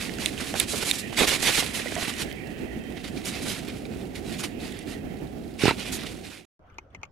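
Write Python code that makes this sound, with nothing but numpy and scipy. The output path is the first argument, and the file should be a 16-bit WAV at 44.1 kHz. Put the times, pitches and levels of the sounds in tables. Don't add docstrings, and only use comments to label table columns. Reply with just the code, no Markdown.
import sys
import numpy as np
from scipy import signal
from scipy.fft import rfft, irfft, next_fast_len
from scipy.io import wavfile
from scipy.ndimage import map_coordinates

SR = 44100
rng = np.random.default_rng(int(sys.argv[2]) if len(sys.argv) > 2 else 0)


def materialize(psi):
    bounded = np.clip(np.atleast_2d(psi).T, -1, 1)
    quanta = np.round(bounded * 32767).astype(np.int16)
    wavfile.write(sys.argv[1], SR, quanta)


N = 313551
TIME_S = np.arange(N) / SR
BIN_HZ = np.maximum(np.fft.rfftfreq(next_fast_len(N), 1 / SR), 1)
HIT_SAMPLES = SR // 6
SNOW_END_S, YARD_START_S = 6.453, 6.593
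CUTOFF_HZ = 15800

# frequency in Hz, density in dB per Hz.
AIR_SPECTRUM = [(25, -19), (55, -1.5), (110, -4.5), (240, 2), (400, -4), (560, -13), (740, -11.5),
                (1000, -29), (1600, -28), (2600, -31.5), (3500, -37.5), (7000, -42), (15000, -44.5)]
# frequency in Hz, left minus right in dB.
AIR_BALANCE_DB = [(60, 0.5), (110, -2.5), (200, -3.5), (380, -9.5), (700, -12), (1290, -11.5), (2380, -28),
                  (4400, -24), (8100, -3.5), (15000, -51.5)]
# frequency in Hz, likeness (1 = identical).
AIR_LIKENESS = [(60, 0.86), (130, 0.6), (290, 0.39), (640, 0.28), (1400, 0.1), (7000, 0.2)]
# time in seconds, level in dB.
AIR_LEVEL_DB = [(0, -37), (1.5, -38), (2.7, -37), (4.2, -37), (5.5, -38), (6.05, -38.5), (6.25, -42.5),
                (6.45, -54.5)]
# frequency in Hz, density in dB per Hz.
HISS_SPECTRUM = [(1300, -18.5), (1650, -6), (1920, 2.5), (2250, -5.5), (2700, -1.5), (2950, -11),
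                 (3150, -6), (3400, -16.5), (5000, -32.5)]
# time in seconds, level in dB.
HISS_LEVEL_DB = [(0, -50), (1.1, -44.5), (2.4, -47), (2.85, -49.5), (4.1, -62.5), (4.55, -51), (5.2, -54),
                 (5.5, -69), (6.45, -66.5)]

# frequency in Hz, density in dB per Hz.
CRUST_SPECTRUM = [(700, -16), (1250, -17), (1600, -9.5), (1950, -1.5), (2400, 0), (2850, -1), (3170, -2.5),
                  (3700, -3), (4350, -7), (5500, -10.5), (8000, -26.5), (15000, -48)]
# frequency in Hz, density in dB per Hz.
ICE_SPECTRUM = [(2000, -12), (4000, 3), (5500, 0), (7200, 2), (8500, 1), (9700, 2), (11500, -4),
                (14300, -12.5), (16000, -41.5)]
# frequency in Hz, density in dB per Hz.
SOIL_SPECTRUM = [(70, -6), (150, -3), (380, 1.5), (560, -1.5), (800, -3), (1200, -2), (1450, 0), (2200, -8),
                 (4000, -45.5)]
# frequency in Hz, left minus right in dB.
DIG_BALANCE_DB = [(60, 10), (110, 9), (200, -6.5), (380, -17.5), (700, -10), (1290, -6.5), (2380, -5.5),
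                  (4400, -8), (9500, -2), (13000, -25)]
# frequency in Hz, likeness (1 = identical).
DIG_LIKENESS = [(100, 1), (500, 0.34), (1400, 0.87), (3100, 0.7), (7000, 0.63), (15000, 0.93)]
# start in seconds, hardest push in seconds after start, length in seconds,
# force at that push in dB, iciness (spray over crunch) in dB.
STROKES = [(0.0, 0.0071, 0.064, -34, -5), (0.195, 0.022, 0.088, -34, 1.5), (0.397, .018, 0.015, -32.5, -5),
           (.44, 0.044, 0.086, -41.5, 4), (0.552, 0.053, 0.074, -28, 1), (0.677, 0.044, 0.051, -32.5, 13),
           (0.746, 0.036, 0.039, -28.5, 5), (0.806, 0.014, 0.026, -30.5, 1.5),
           (0.846, 0.047, 0.057, -27, 5.5), (0.924, 0.018, 0.038, -32.5, 5),
           (0.978, .015, 0.024, -36.5, 14.5), (1.168, 0.03, 0.079, -19.5, -4.5),
           (1.269, 0.011, 0.024, -19, 0), (1.301, 0.03, 0.053, -23.5, -4), (1.419, .005, 0.02, -26.5, 7),
           (1.45, 0.026, 0.048, -20.5, -4), (1.514, 0.037, 0.045, -24.5, 3),
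           (1.568, 0.014, 0.042, -23.5, 1.5), (1.736, 0.017, 0.042, -29, 4.5),
           (1.787, .022, 0.029, -35, -7), (1.86, .015, 0.033, -66, -8), (1.972, 0.046, 0.085, -33.5, -3),
           (2.071, .014, 0.028, -32.5, -6), (2.176, .015, 0.026, -34.5, 2), (2.203, .016, 0.02, -28.5, 0),
           (2.964, .006, 0.012, -46, -16), (2.995, .006, .014, -49, -11), (3.036, 0.018, 0.023, -39, -10),
           (3.072, .005, .012, -42, 0), (3.154, .018, 0.036, -44, -11), (3.247, 0.034, 0.052, -30.5, 2.5),
           (3.306, 0.047, 0.1, -40, -9), (3.416, .012, 0.024, -40, 6), (3.452, 0.055, 0.081, -31, 1),
           (3.539, 0.025, 0.05, -40.5, -3), (3.671, .025, 0.032, -44.5, -15),
           (3.923, .008, 0.014, -51, -11), (3.99, .012, 0.036, -52, -7),
           (4.151, 0.0092, 0.0081, -36.5, -6.5), (4.252, 0.057, 0.058, -42, -1),
           (4.317, 0.018, 0.033, -39, -8), (4.385, 0.023, 0.023, -32.5, 2.5), (4.432, .008, 0.012, -27, -2),
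           (4.594, 0.05, 0.088, -41.5, -5), (4.735, 0.014, 0.082, -55, -16),
           (4.865, 0.06, 0.074, -40.5, -3), (5.59, .006, 0.034, -31.5, -7.5),
           (5.618, 0.045, 0.081, -28, -10), (5.779, .025, 0.054, -39.5, -11),
           (5.851, .02, 0.052, -40.5, -7), (5.919, 0.0085, 0.043, -32.5, 11),
           (5.967, 0.037, 0.072, -44, -17), (6.059, .01, 0.011, -36, -8), (6.234, 0.019, 0.036, -44, -6),
           (6.294, 0.019, 0.1, -44.5, -4.5)]
# time in seconds, force in dB.
CRUMBLING_FORCE_DB = [(0.0, -42), (0.33, -40.5), (0.9, -42.5), (1.08, -47.5), (1.16, -39.5), (1.25, -39),
                      (1.38, -34.5), (1.55, -32), (1.65, -34), (1.8, -41.5), (1.93, -35.5), (2.13, -39.5),
                      (2.27, -46.5), (2.42, -53.5), (2.85, -55.5), (3.6, -43), (4.05, -55), (4.45, -47.5),
                      (4.55, -58), (4.7, -48), (5.05, -60), (5.55, -56), (5.75, -41.5), (5.9, -45.5),
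                      (6.15, -46.5), (6.45, -61.5)]
CRUMBLING_ICINESS_DB, CRUMBLING_WAVER_DB, CRUMBLING_WAVER_HZ = -1.5, 2, 31
PRESS_DB_PER_S, EASE_DB_PER_S = 128, 85
CATCH_DB, CATCH_HZ = .6, 45
CRACKLE_DB, CRACKLE_DB_PER_CRUNCH_DB = -21.5, 0.88
SOIL_DB, SOIL_DB_PER_FORCE_DB, SOIL_DB_PER_ICINESS_DB = -13, 0.98, -0.37

# time in seconds, level in dB, pitch factor, brightness tilt in dB per octave.
SNAPS = [(.094, -25, 0.78, -7), (.1856, -23, 0.63, -2.5), (.2596, -7, 0.936, 0), (.378, -25, .74, -1),
         (.5403, -23, 0.76, -2), (.5993, -4, 0.98, 7.5), (.6022, -11, 0.85, -4), (.9121, -6, 0.99, -1),
         (1.1286, -25, 0.3, 1), (1.4272, -17.5, 0.67, 1), (1.8595, -37, .9, -2), (2.3143, -24, 0.84, -6),
         (2.975, -33, 0.88, -6), (3.08, -36, 0.9, 0), (3.2567, -25, 1.44, 0), (3.8529, -31, 1.05, -7),
         (3.9366, -37, 0.71, -4), (4.4386, -24, 0.58, -3), (4.7901, -29, 2.5, -1)]
# frequency in Hz, relative level in dB, 60 dB decay in seconds.
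STALK_MODES = [(2280, -5.5, 0.007), (2950, -1.5, 0.003), (3680, -0.5, 0.0075), (4280, -1.5, 0.0035),
               (7300, -6, 0.0036), (10170, -2, 0.0024)]
SPLINTERS_PER_S, SPLINTER_OVER_CRUMBLING_DB = 6.6, 14
SPLINTER_SPREAD_DB, SPLINTER_SPREAD_OCTAVES = 1.5, .4

# time in seconds, level in dB, pitch in Hz.
KNOCKS = [(0.5402, -19.5, 715), (0.553, -20.5, 527), (.5565, -26, 920), (0.735, -23, 620),
          (0.7417, -24, 418), (0.8272, -21, 553), (0.832, -31, 430), (1.1269, -27.5, 760),
          (1.198, -21.5, 378), (1.208, -11, 724), (1.215, -13.5, 376), (1.222, -18.5, 890),
          (1.232, -14.5, 437), (1.252, -19.5, 674), (1.318, -20.5, 533), (1.428, -21.5, 780),
          (1.6248, -19.5, 750), (1.858, -25, 560), (1.903, -39, 480), (1.921, -23, 560), (1.965, -23, 397),
          (2.024, -28, 250), (2.079, -25.5, 292)]
# multiple of its pitch, relative level in dB, share of its ring time.
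CLOD_MODES = [(.48, -5, 0.67), (1, -3.5, 1), (1.55, -9, .8), (2.8, -11, 0.64), (4.6, -17.5, .6)]
KNOCK_CYCLES = 7

# time in seconds, level in dB, pitch in Hz, swell in seconds.
PIPS = [(1.8695, -27.5, 1990, 0.0024), (1.921, -30, 705, 0.002), (1.964, -24.5, 680, .0025),
        (1.964, -32, 1980, .002), (1.9765, -27.5, 690, 0.0052), (1.98, -42, 1080, .003)]

# time in seconds, thump in dB, nasal ring in dB (before a common trim),
# pitch factor of the ring, puff of air in dB.
FLAPS = [(5.6354, -8, -28, 0.83, -34), (5.6425, -18, -33.5, 0.65, -39), (5.6549, -9, -9.5, 0.9, -26.5),
         (5.6792, -8.5, -8.5, .97, -26), (5.7092, -19, -7.5, 0.99, -34)]
# frequency in Hz, relative level in dB, 60 dB decay in seconds.
CHEST_MODES = [(128.7, -6, 0.052), (308, 6, 0.01), (467, 1.5, 0.023)]
# frequency in Hz, relative level in dB, 60 dB decay in seconds.
MUZZLE_MODES = [(620, -4.5, 0.006), (913, 1.5, 0.013), (1080, -8, 0.018), (1500, -12.5, 0.0083),
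                (2130, -8.5, 0.017), (4020, -7.5, 0.0093)]
# frequency in Hz, density in dB per Hz.
PUFF_SPECTRUM = [(300, 0.5), (1000, -4.5), (1700, -6), (2600, -19), (4500, -2), (9000, -10), (14000, -36.5)]
PUFF_FALL_S = 0.0044
# time in seconds, level in dB.
SNORT_AIR_DB = [(5.62, -49), (5.654, -40), (5.665, -37), (5.6685, -20.5), (5.677, -28.5), (5.686, -29),
                (5.692, -15), (5.697, -27.5), (5.706, -30), (5.725, -36.5), (5.745, -51)]
# frequency in Hz, density in dB per Hz.
NOSTRIL_SPECTRUM = [(500, -1), (950, 6.5), (1400, 11), (1700, 5), (2300, 13.5), (2750, 11), (3200, -20),
                    (4200, 5), (6000, -37)]
# time in seconds, frequency in Hz, level in dB.
NOSE_GLIDE = [(5.678, 880, -38), (5.684, 964, -27), (5.692, 1170, -26.5), (5.697, 1290, -30.5),
              (5.706, 1280, -46.5)]
NOSE_WIDTH_HZ, NOSE_UPPER_RATIO, NOSE_UPPER_DB = 180, 1.9, -0.5

# frequency in Hz, density in dB per Hz.
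YARD_SPECTRUM = [(25, -19.5), (80, -7), (160, -18), (350, -22), (700, -25.5), (1300, -36), (1900, -47),
                 (3000, -58.5), (6000, -58), (10000, -78)]
# frequency in Hz, likeness (1 = identical).
YARD_LIKENESS = [(60, 0.93), (290, 0.86), (640, 0.56), (1400, 0.067), (3000, 0.11)]
# frequency in Hz, left minus right in dB.
YARD_BALANCE_DB = [(100, -1.2), (1000, -1.4)]
# time in seconds, level in dB.
RUSTLE_LEVEL_DB = [(6.6, -76), (6.64, -69), (6.69, -63), (6.75, -60.5), (6.81, -66), (6.85, -68),
                   (6.89, -79), (6.94, -59.5), (6.99, -71), (7.04, -63), (7.11, -76)]
# frequency in Hz, density in dB per Hz.
RUSTLE_SPECTRUM = [(600, -5.5), (1100, 4), (1500, 5), (2000, -3), (2600, -11), (3200, -8), (4000, -22),
                   (6300, -29), (8000, -33)]
# time in seconds, level in dB (before a common trim), pitch factor.
CLAWS = [(6.669, -63.5, 1.14), (6.7, -49.5, 0.97), (6.743, -52, 1.2), (6.784, -26, 1.01), (6.904, -59, 1.4),
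         (6.93, -57, 0.74), (6.9478, -30.5, 1), (6.951, -41, 0.94), (6.961, -49, 1.2), (7.015, -49, 1),
         (7.032, -22, 1.023), (7.039, -38, 1.1), (7.052, -41, 1.07)]
# frequency in Hz, relative level in dB, 60 dB decay in seconds.
CLAW_MODES = [(374, -14.5, 0.035), (840, -6, 0.019), (1110, -4.5, 0.012), (1330, -9.5, 0.012),
              (2120, -4, 0.035), (2475, 0.5, 0.014), (3150, -8, 0.0049), (4000, -9.5, 0.0034),
              (6150, -6.5, 0.0072), (12600, -28, 0.0067)]


def from_db(db):
    return 10 ** (np.asarray(db) / 20)


def rms_one(x):
    return x / np.sqrt(np.mean(x ** 2) + 1e-20)


def peak_one(x):
    return x / (np.abs(x).max() + 1e-20)


def gain_curve(rows):
    s, db = np.transpose(rows)
    return from_db(np.interp(TIME_S, s, db)) * (TIME_S >= s[0]) * (TIME_S <= s[-1])


def over_hz(points):
    hz, value = np.transpose(points)
    return np.interp(np.log(BIN_HZ), np.log(hz), value)


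def pan(left_minus_right_db):
    gains = from_db(np.array([[.5], [-.5]]) * left_minus_right_db)
    return gains / gains.mean(axis=0)


def drift(rate_hz):
    spectrum = rfft(rng.standard_normal(next_fast_len(N)))
    return rms_one(irfft(spectrum / (1 + (BIN_HZ / rate_hz) ** 2))[:N])


def white():
    return rng.standard_normal((2, N))


def colour(pair, spectrum, likeness, balance_db):
    mid, side = rfft(pair, next_fast_len(N))
    alike = np.clip(over_hz(likeness), -1, 1)
    both = np.sqrt(1 + alike) * mid + np.sqrt(1 - alike) * side * [[1], [-1]]
    shaped = both * from_db(over_hz(spectrum)) * pan(over_hz(balance_db))
    out = irfft(shaped)[:, :N]
    return out / np.std(out.mean(axis=0))


def shifting(sound, ripple_db, width_hz, patch_s):
    hz, s, frames = signal.stft(sound, SR, nperseg=512)
    shared, left, right = rng.standard_normal((3, 150, 60))
    grid = np.meshgrid(hz / width_hz, s / patch_s, indexing="ij")
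    ripple = np.array([map_coordinates(shared + own / 2, grid, order=1, mode="wrap")
                       for own in (left, right)])
    return signal.istft(frames * rms_one(from_db(ripple_db * ripple)), SR)[1][:, :sound.shape[1]]


def strike(modes, pitch, grit, grit_s):
    t = TIME_S[:HIT_SAMPLES]
    force = grit * rng.standard_normal(len(t)) * np.exp(-t / grit_s)
    force[0] = 1
    ring = np.zeros(len(t))
    for k, (hz, db, t60) in enumerate(modes):
        mode = from_db(db - 60 * t / t60) * np.sin(2 * np.pi * min(hz * pitch, CUTOFF_HZ) * t)
        ring += (-1) ** k * mode
    return signal.fftconvolve(force, ring)[:len(t)]


def place(hits):
    out = np.zeros(N + SR)
    for s, db, sound in hits:
        at = int(s * SR)
        out[at:at + len(sound)] += from_db(db) * sound
    return out[:N]


def open_air():
    waver = from_db(1.54 * drift(9.5))
    rumble = gain_curve(AIR_LEVEL_DB) * colour(white(), AIR_SPECTRUM, AIR_LIKENESS, AIR_BALANCE_DB) * waver
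    hiss = colour(white(), HISS_SPECTRUM, AIR_LIKENESS, AIR_BALANCE_DB)
    hiss = shifting(hiss, ripple_db=4.0, width_hz=210, patch_s=0.08)
    return rumble + gain_curve(HISS_LEVEL_DB) * hiss


def grains(per_s, spread_db, clump_db, clump_hz):
    born = rng.random(N) < per_s / SR
    sizes = from_db(spread_db * np.minimum(rng.exponential(1, N), 4))
    return white() * born * sizes * from_db(clump_db * drift(clump_hz))


def pressure(t, push_s, length_s, rise_s, fall_s):
    bite = .5 + .5 * np.tanh(t / rise_s - .5)
    crumbs = np.exp(-np.maximum(t - length_s, 0) / fall_s)
    push_db = np.minimum(PRESS_DB_PER_S * (t - push_s), EASE_DB_PER_S * (push_s - t))
    return bite * crumbs * from_db(push_db)


def debris(layers, force_db, iciness_db):
    crunch, crackle, ice, soil = layers
    crunch_db = force_db - iciness_db / 2
    crackle_db = CRACKLE_DB + CRACKLE_DB_PER_CRUNCH_DB * crunch_db
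    ice_db = force_db + iciness_db / 2
    soil_db = SOIL_DB + SOIL_DB_PER_FORCE_DB * force_db + SOIL_DB_PER_ICINESS_DB * iciness_db
    return (from_db(crunch_db) * crunch + from_db(crackle_db) * crackle
            + from_db(ice_db) * ice + from_db(soil_db) * soil)


def crumbling_db(s):
    return np.interp(s, *np.transpose(CRUMBLING_FORCE_DB))


def raking():
    def layer(fractures, spectrum):
        return colour(fractures, spectrum, DIG_LIKENESS, DIG_BALANCE_DB)
    crunch = from_db(-5.5) * layer(grains(6500, spread_db=0.0, clump_db=0.06, clump_hz=130), CRUST_SPECTRUM)
    crackle = layer(grains(420, spread_db=-1.0, clump_db=1.5, clump_hz=30), CRUST_SPECTRUM)
    ice = from_db(-6.0) * layer(grains(22000, spread_db=0.5, clump_db=0.2, clump_hz=44), ICE_SPECTRUM)
    soil = layer(grains(1800, spread_db=0.0, clump_db=2.0, clump_hz=26), SOIL_SPECTRUM)
    layers = np.array([crunch, crackle, ice, soil]) * from_db(CATCH_DB * drift(CATCH_HZ))
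    waver = from_db(CRUMBLING_WAVER_DB * drift(CRUMBLING_WAVER_HZ))
    out = waver * debris(layers, crumbling_db(TIME_S), CRUMBLING_ICINESS_DB)
    for start_s, push_s, length_s, force_db, iciness_db in STROKES:
        at = max(int(start_s * SR) - SR // 20, 0)
        span = slice(at, at + SR // 3)
        force = pressure(TIME_S[span] - start_s, push_s, length_s, rise_s=0.0062, fall_s=0.013)
        ground = debris(layers[:, :, span], force_db, iciness_db)
        out[:, span] += force * shifting(ground, ripple_db=3.5, width_hz=150, patch_s=.028)
    return out


def splinters():
    when, size, pitch = rng.random((int(SPLINTERS_PER_S * SNOW_END_S), 3)).T
    s = when * SNOW_END_S
    db = crumbling_db(s) + SPLINTER_OVER_CRUMBLING_DB + SPLINTER_SPREAD_DB * (2 * size - 1)
    pitch_factor = 2 ** (SPLINTER_SPREAD_OCTAVES * (2 * pitch - 1))
    return list(zip(s, db, pitch_factor, np.zeros(len(s))))


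def snaps():
    hits = []
    for s, db, pitch, tilt_db in list(SNAPS) + splinters():
        modes = [(hz, mode_db + tilt_db * np.log2(hz), t60)
                 for hz, mode_db, t60 in STALK_MODES if hz * pitch < CUTOFF_HZ]
        hits.append((s, db, peak_one(strike(modes, pitch, grit=0.16, grit_s=0.0022))))
    return pan(-12.0) * place(hits)


def knocks():
    hits = []
    for s, db, hz in KNOCKS:
        modes = [(hz * multiple, mode_db, share * KNOCK_CYCLES / hz)
                 for multiple, mode_db, share in CLOD_MODES]
        hits.append((s, db, peak_one(strike(modes, 1, grit=0.089, grit_s=0.009))))
    return pan(-13.0) * place(hits)


def pips():
    t = TIME_S[:HIT_SAMPLES]
    hits = []
    for s, db, hz, swell_s in PIPS:
        swell = peak_one(t * np.exp(-t / swell_s))
        hits.append((s, db, swell * np.sin(2 * np.pi * hz * t)))
    return pan(-8.0) * place(hits)


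def rasp():
    s, hz, db = np.transpose(NOSE_GLIDE)
    phase = 2 * np.pi * np.cumsum(np.interp(TIME_S, s, hz)) / SR

    def resonance(ratio):
        return drift(NOSE_WIDTH_HZ) * np.cos(ratio * phase) + drift(NOSE_WIDTH_HZ) * np.sin(ratio * phase)
    both = resonance(1) + from_db(NOSE_UPPER_DB) * resonance(NOSE_UPPER_RATIO)
    return pan(-5.5) * gain_curve(list(zip(s, db))) * both


def snort():
    thump_hits, ring_hits, puff_hits = [], [], []
    for s, thump_db, ring_db, pitch, puff_db in FLAPS:
        thump_hits.append((s, thump_db, strike(CHEST_MODES, 0.88, grit=0.013, grit_s=0.0016)))
        ring_hits.append((s, ring_db, peak_one(strike(MUZZLE_MODES, pitch, grit=0.098, grit_s=0.00415))))
        puff_hits.append((s, puff_db, np.exp(-TIME_S[:HIT_SAMPLES] / PUFF_FALL_S)))
    thumps = pan(-10.5) * place(thump_hits)
    rings = from_db(-4.5) * pan(-4.0) * place(ring_hits)
    puffs = place(puff_hits) * colour(white(), PUFF_SPECTRUM, DIG_LIKENESS, DIG_BALANCE_DB)
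    rush = colour(white(), NOSTRIL_SPECTRUM, DIG_LIKENESS, DIG_BALANCE_DB)
    air = from_db(-2.5) * gain_curve(SNORT_AIR_DB) * rush
    return thumps + rings + puffs + air + rasp()


def claw_ticks():
    def one_side():
        return place((s, db, peak_one(strike(CLAW_MODES, pitch, grit=0.12, grit_s=0.0041)))
                     for s, db, pitch in CLAWS)
    ticks = np.array([one_side(), one_side()])
    ticks[1] = np.roll(ticks[1], SR // 9000)
    return from_db(-1.5) * pan(2.6) * ticks


def yard():
    hush = from_db(-53.5) * colour(white(), YARD_SPECTRUM, YARD_LIKENESS, YARD_BALANCE_DB)
    rustle = colour(white(), RUSTLE_SPECTRUM, YARD_LIKENESS, YARD_BALANCE_DB)
    bed = hush + gain_curve(RUSTLE_LEVEL_DB) * rustle
    return claw_ticks() + shifting(bed, ripple_db=4.5, width_hz=221, patch_s=0.037)


def scene():
    snow = open_air() + raking() + snaps() + knocks() + pips() + snort()
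    return snow * (TIME_S < SNOW_END_S) + yard() * (TIME_S > YARD_START_S)


def record(dry):
    lowpass = signal.ellip(10, .1, 80, CUTOFF_HZ, fs=SR, output="sos")
    return signal.sosfilt(lowpass, np.clip(dry, -1, 1))


dry = scene()
out = record(dry)
materialize(out)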